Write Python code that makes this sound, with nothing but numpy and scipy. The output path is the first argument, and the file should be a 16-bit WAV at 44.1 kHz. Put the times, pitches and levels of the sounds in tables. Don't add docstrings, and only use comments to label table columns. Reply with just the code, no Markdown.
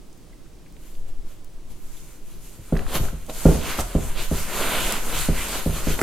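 import sys
import numpy as np
from scipy import signal
from scipy.fft import rfft, irfft
from scipy.io import wavfile
from scipy.ndimage import uniform_filter1d

SR = 44100
rng = np.random.default_rng(int(sys.argv[2]) if len(sys.argv) > 2 else 0)


def materialize(psi):
    bounded = np.clip(np.atleast_2d(psi).T, -1, 1)
    quanta = np.round(bounded * 32767).astype(np.int16)
    wavfile.write(sys.argv[1], SR, quanta)


def voltage_ratio(decibels):
    exponent = np.asarray(decibels, float) / 20
    return 10 ** exponent


N = 265482

# peak_s, half_length_s, fur_db, scrape_over_fur_db, drag_over_fur_db
COAT_STROKES = [(.15, .2, -70, -10, -5), (0.866, 0.082, -55.5, -7.5, -12), (0.96, .07, -59.5, -13, -5),
                (1.087, 0.027, -58.5, -2, -0.5), (1.306, 0.054, -57, -3.5, -11),
                (1.714, 0.023, -56, -6, -3), (1.848, 0.15, -56.5, -11, -13), (1.984, 0.13, -51, -9.5, -17),
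                (2.12, 0.079, -54, -5, -8), (2.32, 0.084, -53.5, -4.5, -11), (2.459, 0.07, -50, -7.5, -13),
                (2.546, 0.044, -53, -8, -7), (2.68, 0.13, -53, -5.5, -19), (2.791, 0.076, -49.5, -0.5, 7),
                (2.926, 0.053, -39.5, -2, 3), (2.959, 0.023, -27.5, -2, -3), (3.042, 0.063, -41, -6, -1.5),
                (3.205, 0.11, -52.5, -2.5, -10), (3.302, 0.016, -44, -2.5, 8.5),
                (3.422, 0.099, -37, -6.5, -7.5), (3.518, 0.09, -36, -4.5, -18), (3.634, 0.055, -43.5, 3, 4),
                (3.708, 0.074, -34.5, 0.5, -2.5), (3.8, 0.022, -29.5, -5.5, -0.5),
                (3.907, 0.13, -44.5, -2.5, -3.5), (4.071, 0.1, -41.5, -2, -5), (4.191, 0.033, -40.5, 6, 3),
                (4.229, 0.04, -35, -3.5, -10), (4.383, 0.1, -34.5, -3, -6.5), (4.503, 0.048, -39.5, 0, 2.5),
                (4.595, 0.078, -31.5, 0.5, 0), (4.742, 0.13, -31, 1.5, 0.5),
                (4.888, 0.11, -31.5, 0.5, -1.5), (5.092, 0.084, -36.5, -3, -2), (5.194, 0.087, -31, 0, -7),
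                (5.414, 0.1, -33, -2, -6), (5.545, 0.079, -31.5, -3, -5), (5.686, 0.097, -39.5, -3.5, -6.5),
                (5.776, 0.051, -35, -0.5, -3), (5.85, .04, -39.5, -1, -3), (5.91, 0.056, -33.5, -1, -9),
                (6.01, 0.039, -34.5, -8.5, 2)]
# frequency_hz, relative_level_db
SCRAPE_SPECTRUM = [(590, -25), (1000, 1), (1130, -2.5), (1410, 1.5), (1720, -2.5), (2150, -0.5), (3030, 0),
                   (3450, -2.5), (4410, -4.5), (5320, -11), (6000, -15), (7800, -50), (13200, -120)]
# frequency_hz, relative_level_db
DRAG_SPECTRUM = [(59, -38), (100, -9.5), (226, 2.5), (276, -1.5), (402, 0.5), (501, -1), (646, -1),
                 (1400, -12.5), (1820, -23), (3080, -120)]
# frequency_hz, relative_level_db
FUR_SPECTRUM = [(2940, -15.5), (5000, -9.5), (5400, -10.5), (6600, -3), (10400, -5.5), (13200, -5),
                (14000, -9.5), (16000, -23.5)]
# start_s, blow_db, contact_ms, favoured_mode_hz, favoured_gain_db
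PANEL_KNOCKS = [(0.765, -43.5, 0.52, 61.2, 21.5), (1.701, -37, 2.53, 60, 5), (2.585, -29, 2.4, 116, 16.5),
                (2.7246, -10, 1.04, 70, -5), (2.9982, -14.5, 2, 110, 20.5), (3.13, -21.5, 2.05, 116, -12),
                (3.2956, -26, 0.17, 700, 3), (3.4548, -1, 0.78, 157, 0.5), (3.4856, -8, 0.62, 157, 3.5),
                (3.52, -15.5, 0.79, 417, 4), (3.553, -17, 0.61, 417, -5), (3.786, -19, 2.2, 1000, 21),
                (3.951, -9.5, 0.8, 70.5, 1.5), (4.3136, -13.5, 0.76, 70, 2.5), (5.2869, -11, 0.98, 70.4, 0),
                (5.6614, -12.5, 0.88, 70, 0.5), (5.8706, -13.5, 0.82, 160, -4),
                (5.9014, -19.5, 0.86, 160, -2), (6.0132, -12, 0.78, 395, 15)]
# pitch_hz, level_db, t60_s, first_swing (+1 or -1, towards or away from the microphone)
PANEL_MODES = [(38.8, -10.5, 0.31, 1), (70.7, -9.5, 0.22, -1), (116, -22.5, 0.3, 1), (157.9, -4, 0.3, -1),
               (214, -7.5, 0.12, -1), (249, -9, 0.09, 1), (309.5, 3.5, 0.043, 1), (394.3, -2.5, 0.12, -1),
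               (433.5, -6.5, 0.18, 1), (497, 2.5, 0.083, -1), (512, 2, 0.066, 1), (556, 5.5, 0.043, 1),
               (631, 2.5, 0.068, 1), (712, -9.5, 0.232, 1), (878, -2, 0.048, -1), (1096, -8.5, 0.045, 1),
               (1400, 5, 0.035, -1)]
# start_s, peak_db, pitch_hz, left_minus_right_db, crackle_ms
RIM_TICKS = [(.1285, -46, 6900, -1, 4.1), (.1755, -49, 10000, 0, 1.5), (.3267, -50, 1880, -3, 12),
             (.458, -52, 1490, 0, 5.3), (0.659, -49, 2070, -.5, 7.3), (.7243, -42, 10000, 0, .8),
             (0.7669, -40.5, 900, -7, 0.19), (.9514, -47, 3000, 10.5, 2.6), (1.0894, -51, 3200, -.5, 4.9),
             (1.4462, -36, 8600, 0, 0.4), (1.7189, -44, 9000, 1, 2.9), (1.97, -45, 3500, -3, 8.9),
             (2.7537, -31, 1500, -5, 1.7), (2.766, -24.5, 1300, -4, 3), (2.772, -31, 4000, -4, 1.8),
             (2.7925, -24.5, 1700, 1, 1.6), (2.865, -30.5, 1400, 0, 2.2), (2.8946, -31, 1090, -2, 4),
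             (2.9311, -40, 1300, 2, 2), (2.9536, -22, 4200, -1, 4.9), (3.053, -31, 1293, 2.5, 0.95),
             (3.083, -32.5, 1190, 0, 3.7), (3.265, -33, 6300, 2, 1.15), (3.2978, -31, 2900, -7, 2.3),
             (3.7889, -18.5, 940, -2, 2.5), (3.789, -28.5, 2400, 1.5, 2.2), (3.8085, -24, 7000, 0, 4),
             (4.9234, -12.5, 6800, -9, 1.16), (4.9309, -20, 5500, -1, 0.98), (5.554, -23, 885, -1, 1.1),
             (5.9907, -18.5, 1470, -3, 2.1), (5.9965, -23.5, 910, 9, 2.2), (6.0134, -13, 1480, -2, 7.6),
             (6.0145, -18, 8000, -3, 2.7)]
# time_s, heave_db
BODY_MOVEMENT = [(0.0, -45), (0.72, -48), (1.02, -24), (1.24, -25), (1.31, -36), (2.04, -31), (2.09, -51),
                 (2.25, -30), (2.72, -58), (2.8, -23.5), (3.08, -22.5), (3.14, -39), (3.5, -29.5),
                 (3.82, -29.5), (3.87, -50), (4.17, -19), (4.38, -28), (5.4, -23.5), (5.52, -50),
                 (5.58, -21), (5.68, -33), (5.85, -24), (5.97, -24), (6.02, -36)]
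# frequency_hz, relative_level_db
HEAVE_SPECTRUM = [(2, -14), (7, 0), (13, -7), (22, -15), (35, -32), (60, -60)]
# frequency_hz, relative_level_db
WOBBLE_SPECTRUM = [(15, -16), (25, 6), (40, 2), (70, -10), (115, -9), (158, -9.5), (200, -26.5)]
# frequency_hz, relative_level_db
ROOM_TONE_SPECTRUM = [(15, -22), (25, 3.5), (70, -17.5), (149, -10.5), (206, -14), (344, -13.5),
                      (463, -20.5), (840, -28), (1130, -29.5), (1440, -34.5), (7710, -36.5), (14800, -45.5),
                      (16000, -43.5)]
# frequency_hz, left_minus_right_db
CAPSULE_BALANCE = [(60, -1.5), (110, -3), (200, 1.5), (380, -1.5), (700, 0.5), (1290, -0.5), (2380, -1.5),
                   (4400, -1.5), (8120, -1), (15000, 4)]


def level(x, db):
    return x * voltage_ratio(db) / np.sqrt(np.mean(x ** 2))


def colour(x, points):
    hz, db = np.transpose(points)
    axis = np.arange(N // 2 + 1) * SR / N + 1e-3
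    gain_db = np.interp(np.log(axis), np.log(hz), db, left=-120, right=-120)
    return irfft(rfft(x) * voltage_ratio(gain_db), N)


def walk(rate):
    hold = int(SR / rate)
    steps = np.repeat(rng.standard_normal(N // hold + 1), hold)
    slewed = uniform_filter1d(uniform_filter1d(steps, hold), hold)
    return 1.3 * slewed[:N]


def pair(make, width):
    shared = make()
    opposed = np.array([[1], [-1]]) * make()
    return (shared + width * opposed) / np.sqrt(1 + width ** 2)


def add(out, s, sound):
    i = int(s * SR)
    n = max(min(sound.shape[-1], N - i), 0)
    out[..., i:i + n] += sound[..., :n]


def slips(scatter_db, patchy_db, rate):
    size = np.minimum(rng.exponential(size=N), 5)
    return rng.standard_normal(N) * voltage_ratio(scatter_db * size + patchy_db * walk(rate))


def strokes(over_db):
    resting_db = -74.5
    t = np.arange(N) / SR
    coarse_t = t[::32]
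    peak_s, half_s, db = np.transpose(COAT_STROKES)[:3, :, None]
    peak_power = voltage_ratio(2 * (db + np.reshape(over_db, (-1, 1))))
    bells = peak_power * np.exp(-2 * ((coarse_t - peak_s) / half_s) ** 2)
    return np.interp(t, coarse_t, np.sqrt(voltage_ratio(2 * resting_db) + bells.sum(axis=0)))


def shimmer(x, depth_db, hz, ms):
    z = signal.stft(x, nperseg=256)[2]
    field = rng.standard_normal(z.shape[1:])
    for axis, span in enumerate([hz * 256 / SR, ms * SR / 128000]):
        size = int(span) + 1
        field = uniform_filter1d(uniform_filter1d(field, size=size, axis=axis), size=size, axis=axis)
    shifted = z * voltage_ratio(depth_db * field / field.std())
    return signal.istft(shifted, nperseg=256)[1][:, :N]


def rub():
    bright_hz = 2700
    tilt_db, tilt_db_per_octave, usual_stroke_s = -1, 1, 0.045
    _, half_s, _, scrape_db, drag_db = np.transpose(COAT_STROKES)

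    scrape = pair(lambda: level(colour(slips(scatter_db=3.0, patchy_db=0.5, rate=40), SCRAPE_SPECTRUM), 0),
                  width=0.075)
    dull = signal.filtfilt(*signal.butter(2, bright_hz, fs=SR), scrape)
    bright = scrape - dull
    bright_db = tilt_db + tilt_db_per_octave * np.log2(usual_stroke_s / half_s)
    scrape = strokes(scrape_db - bright_db / 2) * dull + strokes(scrape_db + bright_db / 2) * bright

    drag = pair(lambda: level(colour(slips(scatter_db=5, patchy_db=0.5, rate=23), DRAG_SPECTRUM), 0),
                width=0.036)
    fur = pair(lambda: level(colour(slips(scatter_db=3.0, patchy_db=-0.5, rate=24), FUR_SPECTRUM), 0),
               width=0.86)
    rubbing = scrape + strokes(drag_db) * drag + strokes(0) * fur
    return shimmer(rubbing, depth_db=1.3, hz=1100, ms=70)


def knocks():
    rebound_ms, rebound_db = 28.5, -13
    rattle_db, rattle_db_per_ms = -21, -4.5
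    t = np.arange(SR // 2) / SR
    out = np.zeros((2, N))
    buzz = signal.butter(1, [170, 750], "band", fs=SR, output="sos")
    chances = rng.standard_normal((len(PANEL_KNOCKS), 2, len(t)))
    for (s, db, contact_ms, near_hz, near_db), chance in zip(PANEL_KNOCKS, chances):
        ring = np.zeros(len(t))
        for hz, mode_db, t60, sign in PANEL_MODES:
            favour_db = near_db * np.exp(-np.log(hz / near_hz) ** 2 / .03)
            ring += (np.sign(sign) * voltage_ratio(mode_db + favour_db)
                     * np.sin(2 * np.pi * hz * t) * 1000. ** (-t / t60))
        u = t[:SR // 40] * 1000 / contact_ms
        push = u * np.exp(-u)
        blow = signal.fftconvolve(ring, push)[:len(t)]

        edge = chance[0] + 0.273 * np.array([[1], [-1]]) * chance[1]
        rattle = signal.sosfilt(buzz, signal.sosfilt(buzz, edge))
        rattle = level(rattle, rattle_db + rattle_db_per_ms * contact_ms)
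        rattle_shape = np.minimum(t / 0.0047, 1) * np.exp(-t / 0.062)
        knock = voltage_ratio(db) * (blow / np.abs(blow).max() + rattle * rattle_shape)
        add(out, s, knock)
        add(out, s + rebound_ms / 1000, voltage_ratio(rebound_db) * knock)
    return out


def ticks():
    t = np.arange(SR // 20) / SR
    out = np.zeros((2, N))
    cracks = rng.standard_normal((len(RIM_TICKS), len(t)))
    for (s, db, hz, pan_db, ms), crack in zip(RIM_TICKS, cracks):
        spread = 1 + 1.6 / (1 + ms)
        band = signal.butter(2, [hz / spread, min(hz * spread, .45 * SR)], "band", fs=SR, output="sos")
        snap = signal.sosfilt(band, np.sign(crack) * np.exp(-1000 * t / ms))
        sides_db = db + np.array([[pan_db], [-pan_db]]) / 2
        add(out, s, snap / np.abs(snap).max() * voltage_ratio(sides_db))
    return out


def sway():
    rest_db, air_db, rub_db = -53.5, -24, -2
    knock_db, knock_share, knock_rise_s = -20.5, 0.71, 0.037
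    time_s, heave_db = np.transpose(BODY_MOVEMENT)
    movement = voltage_ratio(np.interp(np.arange(N) / SR, time_s, heave_db))
    heave = pair(lambda: colour(rng.standard_normal(N), HEAVE_SPECTRUM), width=.3)
    heave /= np.sqrt(uniform_filter1d(np.mean(heave ** 2, axis=0), size=SR // 4))

    wobble = pair(lambda: level(colour(slips(scatter_db=0, patchy_db=3.5, rate=9), WOBBLE_SPECTRUM), 0),
                  width=0.15)
    power = voltage_ratio(2 * rest_db) + (voltage_ratio(air_db) * movement) ** 2 + (voltage_ratio(rub_db) * strokes(0)) ** 2
    u = np.arange(SR // 2) / SR / knock_rise_s
    for s, db, *_ in PANEL_KNOCKS:
        after_knock = voltage_ratio(knock_share * db + knock_db) * u * np.exp(1 - u)
        add(power, s, after_knock ** 2)
    return movement * heave + np.sqrt(power) * wobble


def room(near):
    t60_s, tail_db = .42, -8
    t = np.arange(SR // 2) / SR
    fade = 1000. 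** (-t / t60_s) * np.minimum(t / 0.024, 1)
    mid, side = rng.standard_normal((2, len(t))) * fade
    side = signal.lfilter(*signal.butter(1, 350, "high", fs=SR), side)
    tail = np.array([mid + side, mid - side])
    tail *= voltage_ratio(tail_db) / np.sqrt(np.sum(tail ** 2) / 2)
    return signal.fftconvolve(near, tail, axes=1)[:, :N]


def room_tone():
    return pair(lambda: level(colour(rng.standard_normal(N), ROOM_TONE_SPECTRUM), -48.5), width=0.52)


def scene():
    near = knocks() + ticks() + rub()
    return near + room(near) + sway() + room_tone()


def low_pass(x):
    return signal.sosfilt(signal.butter(12, 16510, fs=SR, output="sos"), x)


def record(dry):
    balance = [(0.93, CAPSULE_BALANCE[0][1])] + list(CAPSULE_BALANCE) + [(SR, CAPSULE_BALANCE[-1][1])]
    left = colour(dry[0], [(hz, db / 2) for hz, db in balance])
    right = colour(dry[1], [(hz, -db / 2) for hz, db in balance])
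    mix = np.tanh(0.62 * np.array([left, right])) / 0.58
    return low_pass(mix)


dry = scene()
out = record(dry)
materialize(out)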